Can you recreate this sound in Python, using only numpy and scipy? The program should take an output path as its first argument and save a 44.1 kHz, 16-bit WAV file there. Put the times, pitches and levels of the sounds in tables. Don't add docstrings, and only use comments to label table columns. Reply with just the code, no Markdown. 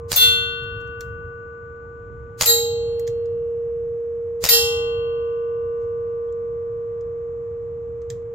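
import sys
import numpy as np
from scipy import signal
from scipy.io import wavfile
from scipy.ndimage import uniform_filter1d, minimum_filter1d

SR = 44100
rng = np.random.default_rng(int(sys.argv[2]) if len(sys.argv) > 2 else 0)


def digitize_waveform(pressure):
    field = np.atleast_2d(pressure).T
    bounded = np.clip(field, -1, 1)
    quanta = np.round(bounded * 32767).astype(np.int16)
    wavfile.write(sys.argv[1], SR, quanta)


def volts_from_decibels(level):
    exponent = np.asarray(level, float) / 20
    return 10 ** exponent


N = 367794

# shot in seconds, pellet strike in seconds.
TIMES = [
    (.1175, .1600),
    (2.4107, 2.4576),
    (4.4400, 4.4885),
]
# shot in dB, strike clatter in dB, ducking at the shot in dB, at the strike in dB.
SHOTS = [
    (16, -11, 26, 10),
    (16, -11, 22.5, 12.5),
    (16, -4, 23.5, 13.5),
]
# frequency in Hz, level in dB per Hz.
WOODS = [(290, -46.5), (500, -15), (1080, -8), (3390, -8.5), (4870, -1), (5880, -8.5), (6610, 0),
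         (9220, -11), (13300, -11), (16000, -14)]
# frequency in Hz, level in dB per Hz.
LATCH = [(1060, -38), (1800, -3.5), (2970, -20.5), (3200, -6.5), (4720, -10.5), (7300, -5), (9370, -29),
         (14500, -18.5), (16500, -36.5)]
REBOUND_S, REBOUND_DB, REBOUND_DUCK_DB = .189, -17.5, 10.6


def evened(x):
    return x / np.sqrt(np.mean(x ** 2) + 1e-20)


def read(points, hz):
    f, value = np.transpose(points)
    return np.interp(np.log(hz + 1), np.log(f + 1), value)


def add(mix, s, sound):
    part = mix[:, round(s * SR):][:, :sound.shape[1]]
    part += sound[:, :part.shape[1]]


def coloured(x, points):
    gain_db = np.maximum(read(points, abs(np.fft.fftfreq(2048, 1 / SR))), -80)
    gain = np.log(volts_from_decibels(gain_db))
    taps = np.fft.ifft(np.exp(gain - 1j * signal.hilbert(gain).imag)).real[:1024]
    return signal.fftconvolve(x, taps[None] / np.linalg.norm(taps), axes=1)[:, :x.shape[1]]


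def pair(length, same):
    a, b = rng.standard_normal((2, length))
    same = np.clip(same, 0, 1)
    return np.array([a, same * a + np.sqrt(1 - same ** 2) * b])


def blotches(shape, bins, frames):
    patches = uniform_filter1d(rng.standard_normal(shape), size=bins, axis=0)
    return evened(uniform_filter1d(patches, size=frames, axis=1))


def burst(ms, same):
    t = np.arange(6000) / SR
    x = pair(len(t), same) * np.exp(-t * 1000 / ms) * np.minimum(t * 9000, 1)
    return 2 * x / abs(x).max()


def tail(points, stretch):
    # frequency in Hz, time to fall by 60 dB in seconds.
    woods_t60 = [(200, 0.57), (1000, 0.33), (3000, 0.33), (7500, 0.32), (9000, 0.26), (16000, 0.21)]
    hz, t, z = signal.stft(pair(SR * 2 // 3, 0.58), SR, nperseg=256)
    patches = blotches(z.shape[1:], 2, 14)
    z = z * volts_from_decibels(4.84 * patches - 60 * t / (stretch * read(woods_t60, hz)[:, None]))
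    return coloured(signal.istft(z, SR, nperseg=256)[1], points)


def hiss_swell(length_s):
    count = round(length_s * SR)
    return np.hanning(count) * evened(coloured(pair(count, .3), LATCH))


def yard():
    # frequency in Hz, level in dB per Hz.
    yard_colour = [(20, -38), (33, -30), (55, -13.5), (96, -6), (195, -24.5), (330, -29), (500, -27),
                   (640, -37.5), (1180, -38.5), (2500, -52.5), (4530, -70.5), (6000, -67), (7400, -59),
                   (8400, -100), (16500, -100)]
    # time in seconds, level in dB.
    rumble = [(0.0, -40.5), (0.32, -35.5), (1.79, -46.5), (2.74, -40), (4.02, -46), (4.92, -38),
              (5.34, -45.5), (8.18, -43), (8.34, -42.5)]
    # frequency in Hz, likeness from 0 to 1.
    likeness = [(30, .9), (100, .93), (200, .91), (400, .8), (1000, .6), (3000, .3), (8000, .2)]
    level_db, throb_db, slowest_hz, fastest_hz = -41, 1.64, .8, 9
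    frames, hz = N // 512 + 6, np.fft.rfftfreq(2048, 1 / SR)
    a, b, c, d = rng.standard_normal((frames, 1025, 4)).T
    patches = blotches((1025, frames), 30, 25)
    t = np.arange(frames) * 512 / SR
    throb = 0
    for f in np.geomspace(slowest_hz, fastest_hz, num=24):
        throb = throb + np.sin(2 * np.pi * (f * t + rng.random())) / np.sqrt(f)
    swell_db = np.interp(t, *np.transpose(rumble)) + throb_db * evened(throb)
    low = 1 / (1 + (hz / 250) ** 2)
    same = np.clip(read(likeness, hz), 0, 1)[:, None]
    left = a + 1j * b
    right = 1.08 * (same * left + np.sqrt(1 - same ** 2) * (c + 1j * d))
    z = np.array([left, right])
    z *= volts_from_decibels(read(yard_colour, hz)[:, None] + 0.52 * patches + low[:, None] * (swell_db - swell_db.mean()))
    return volts_from_decibels(level_db) * evened(signal.istft(z, nperseg=2048, noverlap=1536)[1][:, :N])


def steel():
    # frequency in Hz, time to fall by 60 dB in seconds, level in dB after
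    plate = [(467.0, 23.99, -32.5, -19.7, -19.2), (1045.0, 8.54, -52.4, -59.5, -42.6),
             (1172.9, 12.06, -37.1, -54.0, -39.2), (1480.1, 5.96, -26.9, -60.1, -43.1),
             (2740.7, 1.39, -13.9, -42.2, -19.2), (3078.8, 0.33, -31.4, -37.2, -17.4),
             (3169.8, 1.18, -18.3, -30.8, -17.3), (3485.9, 0.75, -1.8, -33.5, -20.8),
             (3869.8, 0.58, -22.7, -12.2, -22.6), (3933.7, 0.36, -14.2, -14.4, -16.6),
             (4266.7, 0.75, -12.2, -36, -38), (4334.1, 0.44, -30.4, -8.7, -9.3),
             (4712.1, 0.41, -17.9, -35.5, -13.1), (5425.4, 0.52, -29.9, -25.3, -9.1),
             (5808.6, 0.32, -17.7, -33.5, -25.3), (6108.6, 0.52, -19.1, -36.9, -22.0),
           (6573.1, 0.57, -34.2, -17.0, -19.3), (7428.6, 0.49, -27.1, -9.5, -14.5),
           (7589.3, 0.53, -24.9, -35.7, -21.4), (10529.4, 0.37, -18.3, -42.5, -16.4),
           (10813.4, 0.42, -24.0, -40.7, -13.6), (11669.6, 0.39, -18.0, -22.0, -27.4),
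           (11692.0, 0.3, -10.9, -3.9, -9.8), (11957.0, 0.35, -27.9, -8.9, -8.3),
           (12205.0, 0.45, -18.2, -30.3, -32.0), (13285.3, 0.29, -25.7, -33.8, -16.4),
           (13789.1, 0.24, -9.3, -21.6, -9.6), (13911.7, 0.19, -5.6, -37.4, -2.5),
             (14918.3, 0.4, -15.3, -62.7, -18.9), (832.1, 1.44, -55.0, -33.5, -33.1),
              (1371.7, 0.95, -52.4, -45.1, -45.2), (1990.8, 1.33, -31.9, -44.8, -34.4),
              (2082.2, 0.59, -29.0, -53.4, -49.9), (2799.3, 0.96, -35.7, -41.8, -26.9),
              (3819.8, 0.74, -26.4, -43.7, -40.2), (5213.1, 0.46, -38.1, -36.2, -30.9),
              (6203.5, 0.52, -22.7, -52.8, -44.9), (6276.6, 0.44, -30.1, -38.0, -30.0),
              (7124.2, 0.47, -35.6, -48.6, -28.3), (9026.3, 0.42, -29.4, -33.3, -20.5),
              (13011.6, 0.37, -23.0, -24.5, -60.6), (15214.8, 0.4, -22.1, -31.8, -34.7)]
    # left minus
    # right in dB, left's lead in radians.
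    plate_ports = [(-1.4, -0.3), (5.0, -2.1), (11.6, 2.7), (5.9, -1.0), (5.3, -1.9), (-4.6, -1.8),
                   (5.9, -2.1), (2.4, -2.1), (-0.7, -0.5), (-4.6, -0.3), (-3.3, 1.2), (-4.2, 3.1),
                   (-11.0, 2.1), (-11.9, -2.8),
                   (-11.4, -1.9), (1.1, 3.0), (0.1, 2.2), (-7.9, 0.4), (-11.1, -2.7), (13.9, -0.2),
                 (18.9, -1.5), (0.3, -2.1), (10.5, -1.7), (-13.7, -2.6), (-1.7, -2.6), (2.7, 3.0),
                 (-5.6, -2.1), (16.5, -1.6),
                   (-1.0, 1.3), (-0.7, -1.2), (3.6, -0.6), (4.9, -3.0), (-6.3, -1.2), (-0.1, -1.6),
                    (-13.3, 2.0), (-0.8, 0.7), (5.1, -1.6), (5.7, -0.4), (-3.9, -1.3), (16.8, 2.9),
                    (8.8, 0.9), (18.0, 1.0)]
    # frequency in Hz, left minus right in dB, left's lead in radians.
    frame_places = [(1885, 2, -1.5), (1350, 2, -.6), (2781, 1, -1.6), (4287.9, 4, 3.1), (7773, -4, -.8),
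                    (8113, 4, -.7), (8640, 3, 1.2), (9895, 12, -.5), (10900, 6, -1.2), (11300, 3, -.8),
                    (12310, -3, -1.5), (14120, 3, .8), (15720, 5, .6), (11490, 4, -1.3)]
    # time to fall by 60 dB in seconds, level in dB after strike one, two, three.
    frame_blows = [(0.24, -31, -19.5, -16.5), (.2, -34.5, -25, -28.5), (3.2, -50, -52, -45),
                   (1.1, -34.5, -22, -24.5), (.35, -47.5, -26.5, -42.5), (0.28, -19.5, -37, -45.5),
                   (.25, -39, -25, -42.5), (.45, -31.5, -44.5, -34.5), (0.19, -40, -25, -44),
                   (.3, -37, -34, -43.5), (0.25, -32, -14, -37), (.28, -38.5, -23, -42.5),
                   (.4, -36, -42.5, -44.5), (.4, -41, -28, -47)]
    # frequency in Hz, level in dB.
    earlier = [(467, -32), (1045, -49.5), (1172.9, -48.5), (1480.1, -60)]
    extra_db = [0, 5.5, -1, 4]
    shed_s, shed_above_hz = .03, 10000
    out = np.zeros((2, N))
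    starts = [0] + [strike for _, strike in TIMES]
    ends = starts[1:] + [N / SR]
    modes = plate + [(place[0], *blow) for place, blow in zip(frame_places, frame_blows)]
    ports = plate_ports + [place[1:] for place in frame_places]
    for (hz, t60, *blows_db), (left_db, lead) in zip(modes, ports):
        before_db = max([db for f, db in earlier if abs(f - hz) < 30], default=-150)
        left = volts_from_decibels(np.clip(left_db, -20, 20))
        for start, end, db, shed_db in zip(starts, ends, [before_db, *blows_db], extra_db):
            t = np.arange(0, min(end - start, (db + 102) * t60 / 60), 1 / SR)
            turn = 2 * np.pi * (hz * t + rng.random())
            sides = np.sqrt(2 / (1 + left ** 2)) * np.array([left * np.sin(turn + lead), np.sin(turn)])
            rise = 1 - (start > 0) * np.exp(-t / (0.013 / (1 + (hz / 6000) ** 4)))
            early_db = shed_db * (hz > shed_above_hz) * np.exp(-t / shed_s)
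            add(out, start, volts_from_decibels(db + early_db - 60 * t / t60) * rise * sides)
    return out


def hiss_before_cracks():
    out, t = np.zeros((2, N)), np.arange(-1760, 0) / SR
    swell = volts_from_decibels(-29 + 840 * t) * np.minimum(1, (t - t[0]) / 0.0078)
    for shot, _ in TIMES:
        add(out, shot + t[0], swell * coloured(pair(len(t), .4), WOODS))
    return out


def revolver():
    # delay in seconds, level in dB, length in milliseconds.
    echoes = [
        (0, 2, 1.0),
        (.0018, -7, 1.2),
        (.008, -11, 1.3),
        (.0119, -5, .4),
        (.0137, -10, .5),
        (.019, -21, 1.5),
        (.0238, -13, 1.0),
        (.031, -20, 2.5),
    ]
    # frequency in Hz, level in dB per Hz.
    crack = [(290, -27), (500, -4), (2230, -8.5), (3200, -5.5), (3650, -8), (4470, -2), (7210, -5),
             (9490, -23), (12500, -15), (16000, -24)]
    out, t = np.zeros((2, N)), np.arange(6000) / SR
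    front = 2.1 * (np.arange(len(t)) == 6) * np.ones((2, 1))
    push = (1 - t / 0.0009) * np.exp(-t / 0.00089) * np.minimum(t * 1500, 1) * np.ones((2, 1))
    for (shot, strike), (shot_db, clatter_db, _, _) in zip(TIMES, SHOTS):
        for delay, db, ms in echoes:
            snap = coloured(.8 * burst(ms, 0.51) + front / np.sqrt(ms), crack)
            add(out, shot + delay, volts_from_decibels(shot_db + db) * (snap + volts_from_decibels(-27.5) * push))
        add(out, shot + echoes[3][0], volts_from_decibels(shot_db - 18.0) * push)
        add(out, shot + .001, volts_from_decibels(shot_db - 18.5) * tail(WOODS, 0.57))
        add(out, shot + .001, volts_from_decibels(shot_db - 39.5) * tail(WOODS, 1.7))
        add(out, strike, volts_from_decibels(clatter_db) * tail(WOODS, 0.23))
    add(out, REBOUND_S, volts_from_decibels(REBOUND_DB) * coloured(burst(5.6, .5), crack))
    return out


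def clicks():
    # time in seconds, peak in dB, pitch in Hz, brightness in dB.
    hammer = [(0.5744, -64, 6110, -20), (0.637, -56, 7200, -5.5), (0.648, -63, 7000, -6),
              (0.6914, -66, 5800, -11), (0.805, -57, 7270, -9), (0.8144, -57, 6000, -11),
              (0.8744, -56, 6110, -17), (1.0088, -30.5, 5630, -10), (2.9966, -38, 7430, -3),
              (3.0705, -39, 5370, -25), (3.077, -28, 6900, -17), (8.1024, -27.5, 7520, -21)]
    # time in seconds, peak in dB, pitch in Hz.
    holster = [(3.2582, -50.5, 4900), (5.33, -66, 4620), (5.8194, -70, 4570), (5.8444, -67, 6350),
               (6.079, -71.5, 4680), (6.3254, -55.5, 7340), (7.01, -54, 6800), (8.0183, -50.5, 6300)]
    # time in seconds, peak in dB, pitch in Hz.
    pings = [
        (2.5112, -25, 5220),
        (2.623, -33, 5420),
    ]
    # time in seconds, peak in dB, pitch in Hz.
    clinks = [(1.007, -38.5, 4300), (6.29, -60.5, 3300), (7.008, -59, 5070), (7.01, -63, 5920),
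              (8.102, -46, 3300), (8.103, -44, 5020)]
    hammer_left_db, holster_left_db, holster_bright_db, rattle_ms = -3, -6, -32.5, 5.2
    thud_db, thud_hz, thud_s = -5, 122, 0.012
    halo_db, halo_s = -28.5, .06
    out, t = np.zeros((2, N)), np.arange(6000) / SR
    treble = signal.butter(4, 9200, "high", fs=SR, output="sos")
    parts = [(*row, hammer_left_db) for row in hammer]
    parts += [(*row, holster_bright_db, holster_left_db) for row in holster]
    for s, db, hz, bright_db, left_db in parts:
        ring = 0.39 * np.sin(2 * np.pi * hz * t) * np.exp(-t / 0.0042) * np.minimum(t * 900, 1)
        tick = 0.54 * burst(1.7, 0.79)
        rattle = 0.32 * np.minimum(t * 250, 1) * burst(rattle_ms, 0.3)
        scatter = 0.088 * burst(24, .2) + .03 * burst(55, .2)
        snap = coloured(tick + rattle + scatter, LATCH)
        snap = snap + (volts_from_decibels(bright_db + 18.5) - 1) * signal.sosfiltfilt(treble, snap) + ring
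        add(out, s - .001, volts_from_decibels(db + 2) * volts_from_decibels([[left_db / 2], [-left_db / 2]]) * snap)
        add(out, s - .3 * halo_s, volts_from_decibels(db + halo_db) * hiss_swell(halo_s))
    add(out, 5.77, volts_from_decibels(-74.5) * hiss_swell(.12))
    thud = np.sin(2 * np.pi * thud_hz * t) * t / thud_s * np.exp(1 - t / thud_s) * np.ones((2, 1))
    for s, db, *_ in hammer[-2:]:
        add(out, s, volts_from_decibels(db + thud_db) * thud)
    for s, db, hz in pings + clinks:
        ring = np.sin(2 * np.pi * hz * t) * np.exp(-t / 0.0056) * np.minimum(t * 500, 1)
        add(out, s, volts_from_decibels(db) * ring * np.ones((2, 1)))
    return out


def scene():
    return yard() + steel() + revolver() + clicks()


def thinned_treble(x):
    hz, _, z = signal.stft(x, SR, nperseg=1024)
    hz = hz[:, None]
    size = uniform_filter1d(abs(z), size=3, axis=1) * (hz > 1900)
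    loudest = (size * (hz > 7000)).max(axis=1, keepdims=True)
    faint = (size < volts_from_decibels(-36) * loudest) & (hz > 7900)
    near = -minimum_filter1d(-size, size=31, axis=1)
    masked = (size < near * volts_from_decibels(np.where(hz > 7900, -21, -38))) & (hz > 1900)
    return signal.istft(z * ~(faint | masked), SR, nperseg=1024)[1][:, :N]


def band_limit(x):
    return signal.sosfilt(signal.butter(12, 16990, fs=SR, output="sos"), x)


def record(dry):
    t, duck_db = np.arange(N) / SR, np.zeros(N)
    drops = [(REBOUND_S, REBOUND_DUCK_DB)]
    for (shot, strike), (_, _, shot_duck_db, strike_duck_db) in zip(TIMES, SHOTS):
        drops += [(shot, shot_duck_db), (strike, strike_duck_db)]
    for s, db in drops:
        left_db = np.maximum(db - 280 * (t - s), 0) * np.clip((t - s + .0045) / .003, 0, 1)
        duck_db = np.maximum(duck_db, left_db)
    duck_db = uniform_filter1d(duck_db, 120)
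    bass = signal.sosfiltfilt(signal.butter(2, 170, fs=SR, output="sos"), dry)
    treble = signal.sosfiltfilt(signal.butter(4, 10500, "high", fs=SR, output="sos"), dry)
    middle = dry - bass - treble
    mixed = middle / volts_from_decibels(duck_db) + treble / volts_from_decibels(0.86 * duck_db) + bass / volts_from_decibels(0.1 * duck_db)
    mixed = np.tanh((mixed + hiss_before_cracks()) * 1.131) / 1.075
    edge = signal.firwin(255, 16100, window=("kaiser", 8), fs=SR)[None]
    mixed = signal.oaconvolve(mixed, edge, "same")
    return band_limit(thinned_treble(mixed))


dry = scene()
out = record(dry)
digitize_waveform(out)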